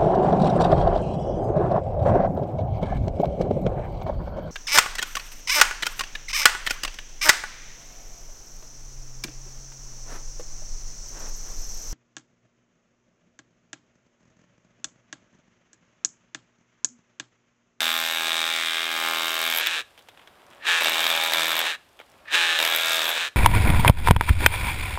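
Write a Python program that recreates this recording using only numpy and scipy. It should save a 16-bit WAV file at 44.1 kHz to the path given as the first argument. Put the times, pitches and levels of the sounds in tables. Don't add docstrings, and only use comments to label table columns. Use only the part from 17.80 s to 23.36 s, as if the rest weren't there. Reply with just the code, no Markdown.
import sys
import numpy as np
from scipy import signal
from scipy.fft import rfft, irfft
from scipy.io import wavfile

SR = 44100
rng = np.random.default_rng(int(sys.argv[2]) if len(sys.argv) > 2 else 0)


def waveform_to_disk(signal):
    frames = np.transpose(np.atleast_2d(signal))
    scaled = np.clip(frames, -1, 1) * 32767
    samples = np.round(scaled).astype(np.int16)
    wavfile.write(sys.argv[1], SR, samples)


N = 245195
T = np.arange(N) / SR

# (first blow [s], last blow [s], blow rate [1/s], share of each blow that is new [0-1])
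SPELLS = [(0.0058, 1.812, 82.06, .18), (3.0095, 3.868, 81.97, .42), (4.7897, 5.378, 81.95, .42)]
# (frequency [Hz], level [dB])
BARREL = [(1500, -31), (2500, -25), (2850, -5), (3150, 0), (3400, 1.5), (3750, 4), (4000, -5), (4350, -25),
          (5500, -27.5)]
# (frequency [Hz], width [Hz], level [dB])
STEEL_MODES = [(11400, 410, -2.5), (12060, 500, -5), (12810, 200, 6), (13250, 700, -4), (14300, 600, -3.5)]
# (frequency [Hz], level [dB])
STONE = [(60, -58), (200, -14), (500, 0), (900, 2), (1700, 4.5), (3400, 4), (4500, -9.5), (8000, -15),
         (16000, -23)]


def gain_of(db):
    return 10 ** (np.asarray(db) / 20)


def evened(x):
    return x / np.sqrt(np.mean(x ** 2) + 1e-20)


def read(points, hz):
    f, value = np.transpose(points)
    return np.interp(np.log(hz + 1), np.log(f + 1), value)


def curve(rows, column=1):
    rows = np.asarray(rows)
    return np.interp(T, rows[:, 0], rows[:, column])


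def add(mix, s, sound):
    part = mix[max(round(s * SR), 0):][:len(sound)]
    part += sound[:len(part)]


def colour(x, spectrum, size=2048):
    level_db = read(spectrum, abs(np.fft.fftfreq(size, 1 / SR)))
    log_gain = np.log(gain_of(np.maximum(level_db, -100)))
    response = np.fft.ifft(np.exp(np.conj(signal.hilbert(log_gain)))).real
    if np.sum(response[:size // 2] ** 2) <= np.sum(response[size // 2:] ** 2):
        response = np.roll(response[::-1], 1)
    return signal.oaconvolve(x, response / np.linalg.norm(response))[:len(x)]


def ring(x, modes, size=2048):
    t = np.arange(size) / SR
    response = sum(gain_of(db) * np.sqrt(width) * np.exp(-np.pi * width * t) * np.cos(2 * np.pi * hz * t)
                   for hz, width, db in modes)
    lowest_hz = np.min(np.asarray(modes)[:, 0])
    response = signal.sosfilt(signal.butter(2, lowest_hz / 2, "high", fs=SR, output="sos"), response)
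    return signal.oaconvolve(x, response / np.linalg.norm(response))[:len(x)]


def resonate(x, hz, width):
    turn = np.exp(2j * np.pi * np.cumsum(hz) / SR)
    pole = np.exp(-np.pi * width / SR)
    smoothed = signal.lfilter([1], np.poly([pole, pole]), x / turn + 1e-18)
    return (turn * smoothed).real


def waver(per_s):
    knots = np.arange(N // 64) / per_s
    return evened(np.interp(T, knots, rng.standard_normal(len(knots))))


def burst(t, rise, decay):
    t = np.maximum(t, 0)
    return (1 - np.exp(-(t / rise) ** 2)) * np.exp(-t / decay)


def blows(times, sizes, shape, fresh, memory, click=0):
    drift, new = rng.standard_normal((len(times), 2, len(shape))).swapaxes(0, 1)
    keep = np.exp(-1 / memory)
    for k in range(1, len(times)):
        drift[k] = keep * drift[k - 1] + np.sqrt(1 - keep ** 2) * drift[k]
    fresh = np.clip(fresh, 0, 1)
    strike = click * np.linalg.norm(shape) * (np.arange(len(shape)) == np.argmax(shape))
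    rattles = shape * (np.sqrt(1 - fresh) * drift + np.sqrt(fresh) * new) - strike
    z = rfft(rattles, 2 * len(shape))
    rattles = irfft(z / (abs(z) + 1e-9) ** .7)[:, :len(shape)]
    out = np.zeros(N)
    for s, size, rattle in zip(times, sizes, rattles):
        add(out, s, size * rattle)
    return evened(out) * np.sqrt((times[-1] - times[0]) / T[-1])


def seating(spell):
    first, last = spell[:2]
    return np.clip(np.minimum(T - first + 0.022, last - T) / 0.036, 0, 1)


def thump(turns, orders, unsteady_db):
    total = 0
    for order, db in orders:
        phase = 2 * np.pi * order * (turns - .07) + .7 * rng.standard_normal()
        total = total + gain_of(db + unsteady_db * waver(7)) * np.cos(phase)
    return evened(total)


def hammer(spell, force, spot, orders, size=900):
    # (time [s], extra steel ring [dB], length [s], skid [0-1])
    slip_rows = [(1.785, 9, .03, 1), (3.27, 5, .03, .8), (3.54, 5, .022, .9), (3.79, 7, .045, .7),
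                 (4.89, 5, .02, .4), (4.954, 12, .02, .4), (5.30, 13, .03, .8)]
    # (frequency [Hz], level [dB])
    casing_spectrum = [(300, -48), (700, -25), (1300, -11), (1650, -3), (2000, -5), (2300, 2), (2550, -1),
                       (2720, 2), (3000, -5), (4000, -33.5)]
    # (frequency [Hz], width [Hz], level [dB])
    casing_modes = [(1635, 110, 2.5), (1830, 150, -3), (2230, 130, -3), (2715, 100, -1)]
    # (time [s], frequency [Hz], level [dB])
    lower_mode = [(.3, 2120, -5), (.45, 2330, -8), (.75, 2300, 0), (1.3, 2270, -2), (1.6, 2260, -7),
                  (3.1, 2380, -5)]
    # (frequency [Hz], width [Hz], level [dB])
    bright_modes = [(3790, 280, 0), (3600, 350, -7)]
    # (frequency [Hz], level [dB])
    crack_spectrum = [(2500, -46), (4300, 3.5), (5500, -0.5), (6300, -1), (7300, -2.5), (8150, 1),
                      (9300, -9), (11300, -10.5), (14500, -17.5), (16000, -11)]
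    # (frequency [Hz], level [dB])
    block_spectrum = [(100, -35.5), (300, -11.5), (600, -0.5), (1000, 0.5), (1500, -3), (2500, -32.5)]
    seat_width_hz = 330
    settle_s, lift_s, skid_tumble_db, skid_casing_db = .08, .06, 8, 0.8
    skid_jitter_s = .0012
    skid_wobble, unsteady_db = .05, 4

    first, last, rate, fresh = spell
    casing_db, thump_db, tumble_db = spot
    beats, t = np.arange(first, last, 1 / rate), np.arange(size) / SR
    strength, bite, seat, flight = rng.standard_normal((4, len(beats)))

    slips = [(db, share, np.exp(-((T - s) / length) ** 2)) for s, db, length, share in slip_rows]
    loose_db = sum(db * slip for db, _, slip in slips)
    slipping = sum(share * slip for _, share, slip in slips)
    settling = np.exp(-abs(T - first) / settle_s)
    skid = np.clip(2 * fresh * settling + np.exp(-abs(T - last) / lift_s) + slipping, 0, 1)

    lag = fresh * (.0007 * waver(11) - .004 * settling)
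    jitter_s = .0002 * fresh + skid_jitter_s * np.exp((beats - last) / lift_s)
    times = beats + np.interp(beats, T, lag) + jitter_s * flight
    sizes = gain_of(2.8 * fresh * strength)

    rebound = burst(t - .5 / rate, 0.00071, 0.0019)
    knock = burst(t, .00045, .0013) + .11 * burst(t, .002, .012) + (.1 + .3 * fresh) * rebound
    snap = burst(t, .0003, 0.00092) + 0.207 * burst(t, 0.00085, 0.018) + 0.023 * rebound
    ping = burst(t, 0.00064, 0.0035) + 0.048 * burst(t, .001, 0.0057)

    shake = blows(times, sizes, knock, fresh, memory=35, click=.45)
    casing = gain_of(-4.0) * colour(shake, casing_spectrum) + gain_of(-9.0) * ring(shake, casing_modes)

    jolt = blows(times, sizes, knock, fresh, memory=46, click=0.25)
    upper = resonate(jolt, curve(force, 3), seat_width_hz)
    lower = gain_of(curve(lower_mode, 2)) * resonate(jolt, curve(lower_mode), seat_width_hz)
    rattle = blows(times, sizes, knock, fresh, memory=35, click=.6)
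    seated = np.std(rattle) * evened(upper + lower)
    barrel = gain_of(-2.6) * colour(rattle, BARREL) + gain_of(-4.0) * seated

    bright = blows(times, sizes, knock, fresh, memory=30, click=.6)
    bright = colour(ring(bright, bright_modes), BARREL)
    bright *= np.std(rattle) / np.std(bright)

    crack = blows(times, sizes * gain_of(1.4 * bite), snap, 2 * fresh, memory=17, click=0.35)
    crack = colour(crack, crack_spectrum)
    steel = blows(times, gain_of((2 + 4 * fresh) * seat), ping, fresh, memory=9, click=.6)
    steel = ring(steel, STEEL_MODES)

    tumble = blows(times, sizes, knock, fresh=1, memory=60, click=.2)
    tumble = gain_of(tumble_db + skid_tumble_db * skid) * np.sqrt(fresh) * colour(tumble, block_spectrum)
    turns = rate * (T - first - lag) + skid_wobble * (skid + fresh ** 2) * waver(35)
    steady = seating(spell) * (1 - .8 * skid) * thump(turns, orders, 1 + unsteady_db * fresh)
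    body = gain_of(thump_db) * steady + tumble

    housing = gain_of(casing_db + skid_casing_db * skid) * casing + gain_of(-2.3) * barrel
    return (gain_of(curve(force)) * housing
            + gain_of(0.5 + curve(force, 2)) * crack
            + gain_of(curve(force, 4)) * body
            + gain_of(-2.8 + curve(force, 5)) * bright
            + gain_of(curve(force, 6) + loose_db) * steel)


def chips(size=1500):
    # (time [s], level [dB])
    chip_rows = [(1.723, -5), (1.785, -9), (1.861, -7), (1.869, 1), (3.044, -2), (3.241, -6), (3.266, -1),
                 (3.534, -2), (3.765, -8), (3.790, -8), (4.788, -5), (4.80, -5), (4.826, -5), (4.849, -2),
                 (5.253, -5)]
    # (frequency [Hz], level [dB])
    chip_spectrum = [(150, -35), (500, -11), (1200, -4), (2000, 2), (2700, 3), (3800, 1), (5000, -7),
                     (8000, -14), (16000, -22)]
    snap_db = 7
    t, out = np.arange(size) / SR, np.zeros(N)
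    for s, db in chip_rows:
        add(out, s + .0012, gain_of(db) * burst(t, .0004, .0013) * rng.standard_normal(size))
        add(out, s + .0016, gain_of([db + snap_db]))
    concrete = gain_of(-9.0) * colour(out, chip_spectrum)
    return concrete + gain_of(-15) * colour(out, BARREL) + gain_of(-23.0) * ring(out, STEEL_MODES)


def drive():
    # (pulled [s], released [s], running level [dB], change while hammering [dB],
    # gear rub while braking [0-1])
    runs = [(-1.0, 1.94, -26.0, -10, .05), (2.746, 3.88, -25.7, -4.3, .5), (4.406, 5.408, -25.0, -4.3, .03)]
    crank_hz = 82
    spin_up_s, overshoot, overshoot_s, brake_s = .14, .06, .1, .135
    clatter_ends_s, clatter_fade_s = .1, .03
    lift_race, race_rise_s, race_s = .13, .025, .065
    louder_db_per_decade, surge_db, surge_s = 88, 3.8, .35

    speed, level, rubbing = np.zeros((3, N))
    load = sum(seating(spell) for spell in SPELLS)
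    race = 1 + lift_race * sum(burst(T - spell[1], race_rise_s, race_s) for spell in SPELLS)
    for pulled, released, db, load_db, brake_rub in runs:
        running, braking = np.maximum(T - pulled - spin_up_s, 0), np.maximum(T - released, 0)
        pace = np.clip((T - pulled) / spin_up_s, 0, 1) * (1 + overshoot * np.exp(-running / overshoot_s))
        brake = np.clip(1 - (braking / brake_s) ** 2, 0, 1)
        engaged = np.clip((clatter_ends_s - braking) / clatter_fade_s, 0, 1) ** 2
        speed += crank_hz * pace * brake * race
        gear_db = db + surge_db * np.exp(-running / surge_s) + load_db * load
        level += pace ** (louder_db_per_decade / 20) * brake * engaged * gain_of(gear_db)
        starting_rub = np.clip((.94 - pace) / .29, 0, 1)
        stopping_rub = brake_rub * np.minimum(4 * (1 - brake), 1)
        rubbing += (pace * engaged > 0) * (starting_rub + stopping_rub)
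    return speed, level, np.clip(rubbing, 0, 1)


def hum(speed, torque_db):
    # (multiple of the crank rate, level [dB])
    tones = [(3, -16), (4, -4), (5, -6), (6, 1), (7, 0), (8, -4), (9, -6), (11, -5), (13, -2), (18, 2),
             (20, 4), (21, 3), (27, 3), (31, 5)]
    mesh_order, mesh_db, mesh_per_torque = 10, -25, 1.4
    turns = np.cumsum(speed * (1 + .003 * waver(25))) / SR
    orders = sum(gain_of(db + 2 * waver(9)) * np.cos(2 * np.pi * (k * turns + rng.random())) for k, db in tones)
    mesh = gain_of(mesh_db + mesh_per_torque * torque_db) * np.cos(2 * np.pi * mesh_order * turns)
    return gain_of(-18.5) * evened(orders) + mesh


def motor(size=600):
    # (time [s], ring of the frame [dB], knock of the gearbox [dB])
    jerks = [(2.85, -21, -33), (2.866, -20, -17), (4.453, -41, -60), (4.479, -29, -60), (4.514, -33, -29),
             (4.543, -22, -14), (4.549, -27, -16)]
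    # (frequency [Hz], width [Hz], level [dB])
    whine_modes = [(1766, 120, -4), (1260, 105, -16.5), (2460, 610, -8.5)]
    # (frequency [Hz], level [dB])
    gear_spectrum = [(150, -36), (330, -13.5), (430, -14), (580, -8), (700, -10), (850, -8), (1000, -8),
                     (1300, -3.5), (1650, 3), (2050, -1), (2550, 5), (3050, 2), (3800, 4.5), (4400, -9),
                     (8000, -12.5), (10000, -20), (16000, -26)]
    speed, level, rubbing = drive()
    t = np.arange(size) / SR
    half_turns = np.floor(2 * np.cumsum(speed) / SR)
    strokes = T[np.flatnonzero(np.diff(half_turns))]
    clack = burst(t, .0006, .0015) + .29 * burst(t, .001, .012)
    clatter = 0
    for times in (strokes[::2], strokes[1::2]):
        sizes = gain_of(.9 * rng.standard_normal(len(times)))
        clatter = clatter + blows(times, sizes, clack, fresh=.33, memory=14, click=.2)
    shaking = np.sqrt(1 - rubbing) * evened(clatter) + np.sqrt(rubbing) * rng.standard_normal(N)
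    torque_db = np.clip(20 * np.log10(level + 1e-9) + 26, 0, 12)
    slack = sum(gain_of(db) * burst(T - s, .002, .007) for s, db, _ in jerks) * rng.standard_normal(N)
    knocks = sum(gain_of(db) * burst(T - s, .001, .003) for s, _, db in jerks) * rng.standard_normal(N)
    whine = level * gain_of(-13.0 + 11.8 * rubbing + 0.65 * torque_db) * ring(shaking, whine_modes)
    whine = whine + ring(slack, whine_modes)
    whine = signal.sosfilt(signal.butter(2, 3500, fs=SR, output="sos"), whine)
    gears = gain_of(-3.0 - 12.0 * rubbing) * colour(shaking, gear_spectrum)
    gears = gears + (1 - rubbing) * hum(speed, torque_db)
    return level * gears + colour(knocks, gear_spectrum) + whine


def taps(size=6000):
    # (time [s], level [dB], treble [dB], ring time t60 [s])
    tap_rows = [(2.177, -42, 3, .074), (2.191, -37, 10, .035), (2.286, -35, 1, .04), (2.374, -47, -4, .06),
                (2.393, -48, -8, .06), (2.415, -51, -4, .15), (2.474, -41, -3, .04), (2.71, -47, -2, .05),
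                (2.731, -46, -4, .06), (4.191, -39, -3, .03), (4.2, -35, -16, .03), (4.213, -42, -6, .035)]
    # (frequency [Hz], width [Hz], level [dB])
    knock_modes = [(520, 90, -3), (850, 90, 0), (2300, 160, -2), (3100, 160, 0)]
    chuck_db, chuck_s = -11, .016
    t, out = np.arange(size) / SR, np.zeros(N)
    for s, db, treble_db, t60 in tap_rows:
        shape = gain_of(-60 * t / max(t60, .005)) + 1.1 * burst(t, 0.0003, 0.0008)
        contact = gain_of(db) * shape * rng.standard_normal(size)
        rattle = gain_of(db + chuck_db) * burst(t, .004, chuck_s) * rng.standard_normal(size)
        stone = colour(colour(contact, STONE), [(2500, 0), (7000, treble_db)])
        add(out, s, stone + colour(rattle, BARREL) + gain_of(-8) * ring(contact, knock_modes))
    return gain_of(-6.0) * out


def scrape():
    # (start [s], end [s], final level [dB])
    drags = [(2.08, 2.85, -53.2), (3.98, 4.47, -56.5)]
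    # (frequency [Hz], level [dB])
    grit_spectrum = [(88, -16), (150, -11), (414, -7.5), (514, -11), (555, -3), (601, -5), (1310, -9),
                     (5910, -43), (12700, -45), (16000, -45)]
    swell_db, fade_s = 10.5, .04
    grains = gain_of(3.5 * np.minimum(rng.exponential(1, N), 5)) * (rng.random(N) < 500 / SR)
    rubbing = colour(rng.standard_normal(N), grit_spectrum) + 0.47 * colour(evened(grains), STONE)
    level = 0
    for start, end, db in drags:
        swell = gain_of(db - swell_db * np.clip((end - T) / (end - start), 0, 1))
        level = level + swell * np.clip(1 + np.minimum(T - start, end - T) / fade_s, 0, 1)
    return level * rubbing


def crumbs(size=900):
    # (time [s], level [dB])
    crumb_rows = [(2.107, -51), (2.2234, -46), (2.666, -49), (2.703, -46), (2.748, -47), (2.77, -52),
                  (4.09, -48), (4.13, -54), (4.17, -49), (4.263, -50), (4.2996, -47), (4.318, -47),
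                  (4.379, -53)]
    # (frequency [Hz], level [dB])
    tick_spectrum = [(800, -25), (2800, -2), (5000, 0), (8500, -1), (12000, -7), (16000, -13)]
    t, out = np.arange(size) / SR, np.zeros(N)
    for s, db in crumb_rows:
        add(out, s, gain_of(db) * burst(t, .0002, decay=.0016) * rng.standard_normal(size))
    return gain_of(-4.0) * colour(out, tick_spectrum)


def woods(x):
    # (frequency [Hz], t60 [s])
    decay_times = [(200, 0.94), (1500, 0.37), (4000, 0.4), (9000, 0.41), (13000, 0.067)]
    sparse = rng.standard_normal(SR) * (rng.random(SR) < .05)
    hz, t, z = signal.stft(sparse, SR, nperseg=256)
    decay = gain_of(-60 * t / read(decay_times, hz)[:, None])
    build_up = np.minimum(t / 0.029, 1)
    tail = signal.istft(z * decay * build_up, SR, nperseg=256)[1]
    return signal.fftconvolve(x, tail / np.linalg.norm(tail))[:N]


def forest_air():
    # (frequency [Hz], level [dB])
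    air_spectrum = [(12, -19), (20, -17), (86, -3.5), (182, -14.5), (434, -11.5), (3740, -16), (4300, -19),
                    (4940, -19), (6180, -25), (6720, -23.5), (10200, -24.5), (14700, -27), (16000, -48)]
    return gain_of(-62.5) * colour(rng.standard_normal(N), air_spectrum, size=8192)


def scene():
    # (time [s], force on the handle [dB], bite of the tip into the concrete [dB],
    # resonance of the seated bit [Hz], thump of the block [dB], bright ring of the barrel [dB], ring of the steel [dB])
    forces = [
        [(0.02, -25, -33, 3560, -34, -34, -39), (0.13, -25, -35, 3470, -36, -34, -36),
         (0.33, -27.5, -37, 3520, -38, -31, -40), (0.45, -28, -36, 3650, -36.5, -30, -43),
         (0.6, -27, -36, 3550, -36, -31, -46), (0.78, -27.5, -37, 3400, -39, -34, -52),
         (0.9, -26.5, -39, 3300, -41, -39, -54), (1.12, -28, -39, 3150, -39, -42, -45),
         (1.26, -26.5, -37, 3100, -34, -37, -42), (1.45, -28, -37, 3120, -35, -36, -42),
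         (1.55, -28, -36, 3120, -36.5, -32, -41), (1.7, -26, -35, 3120, -36, -33, -38),
         (1.78, -27, -35, 3200, -37, -37, -39), (1.81, -30, -39, 3200, -38, -40, -44)],
        [(3.02, -25, -36, 2720, -32, -35, -40), (3.068, -23.5, -33, 2750, -32, -31, -38),
         (3.11, -27, -36, 2750, -34, -33, -40), (3.3, -26, -36, 3450, -34, -32, -38),
         (3.46, -26, -36, 3590, -34, -32, -40), (3.494, -31, -37, 3560, -36, -38, -43),
         (3.538, -25, -34, 3500, -33, -30, -39), (3.62, -26, -34, 3580, -33.5, -33, -39),
         (3.78, -27, -37, 3400, -35, -34, -42), (3.86, -30, -41, 3350, -37, -37, -50)],
        [(4.8, -24, -36, 2700, -33, -35, -40), (4.85, -24, -34, 2750, -34, -33, -37),
         (4.88, -27, -37, 3300, -35, -35, -40), (4.954, -25, -38, 3410, -35, -34, -42),
         (4.99, -26.5, -38, 3400, -37, -35, -41), (5.08, -25, -33, 3600, -35, -30, -38),
         (5.24, -26, -34, 3550, -35, -32, -39), (5.29, -27, -38, 3240, -34, -35, -43),
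         (5.37, -31, -40, 3530, -38, -38, -50)],
    ]
    # (casing [dB], steady thump [dB], loose rumble [dB])
    spots = [(-2.4, 0.6, 1.0), (-3.6, 0.6, -0.5), (-3.8, 0.6, -0.5)]
    # (multiple of the blow rate, level [dB])
    first_orders = [(1, -36), (2, -27), (3, -11), (4, -11), (5, -11), (6, -17), (7, -6), (8, -3), (9, -10),
                    (10, -2), (11, -9), (12, -12), (13, -2), (14, -6), (15, -1), (16, -13), (17, -2)]
    # (multiple of the blow rate, level [dB])
    later_orders = [(1, -25), (2, -17), (3, -14), (4, -8), (5, -16), (6, -10), (7, -4), (8, 1), (9, -9),
                    (10, 1), (11, -7), (12, -3), (13, -2), (14, -7), (15, -3), (16, -3), (17, -2)]
    orders = (first_orders, later_orders, later_orders)
    hammering = sum(hammer(*parts) for parts in zip(SPELLS, forces, spots, orders))
    tool = hammering + chips() + motor() + taps() + scrape() + crumbs()
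    tool = signal.sosfilt(signal.butter(2, 90, "high", fs=SR, output="sos"), tool)
    return (tool + gain_of(-25.5) * woods(tool) + forest_air())[None]


def record(dry):
    edge_hz = 15900
    band = signal.firwin(511, edge_hz, window=("kaiser", 9), fs=SR)
    return signal.oaconvolve(dry, band[None], "same")


dry = scene()
out = record(dry)
waveform_to_disk(out)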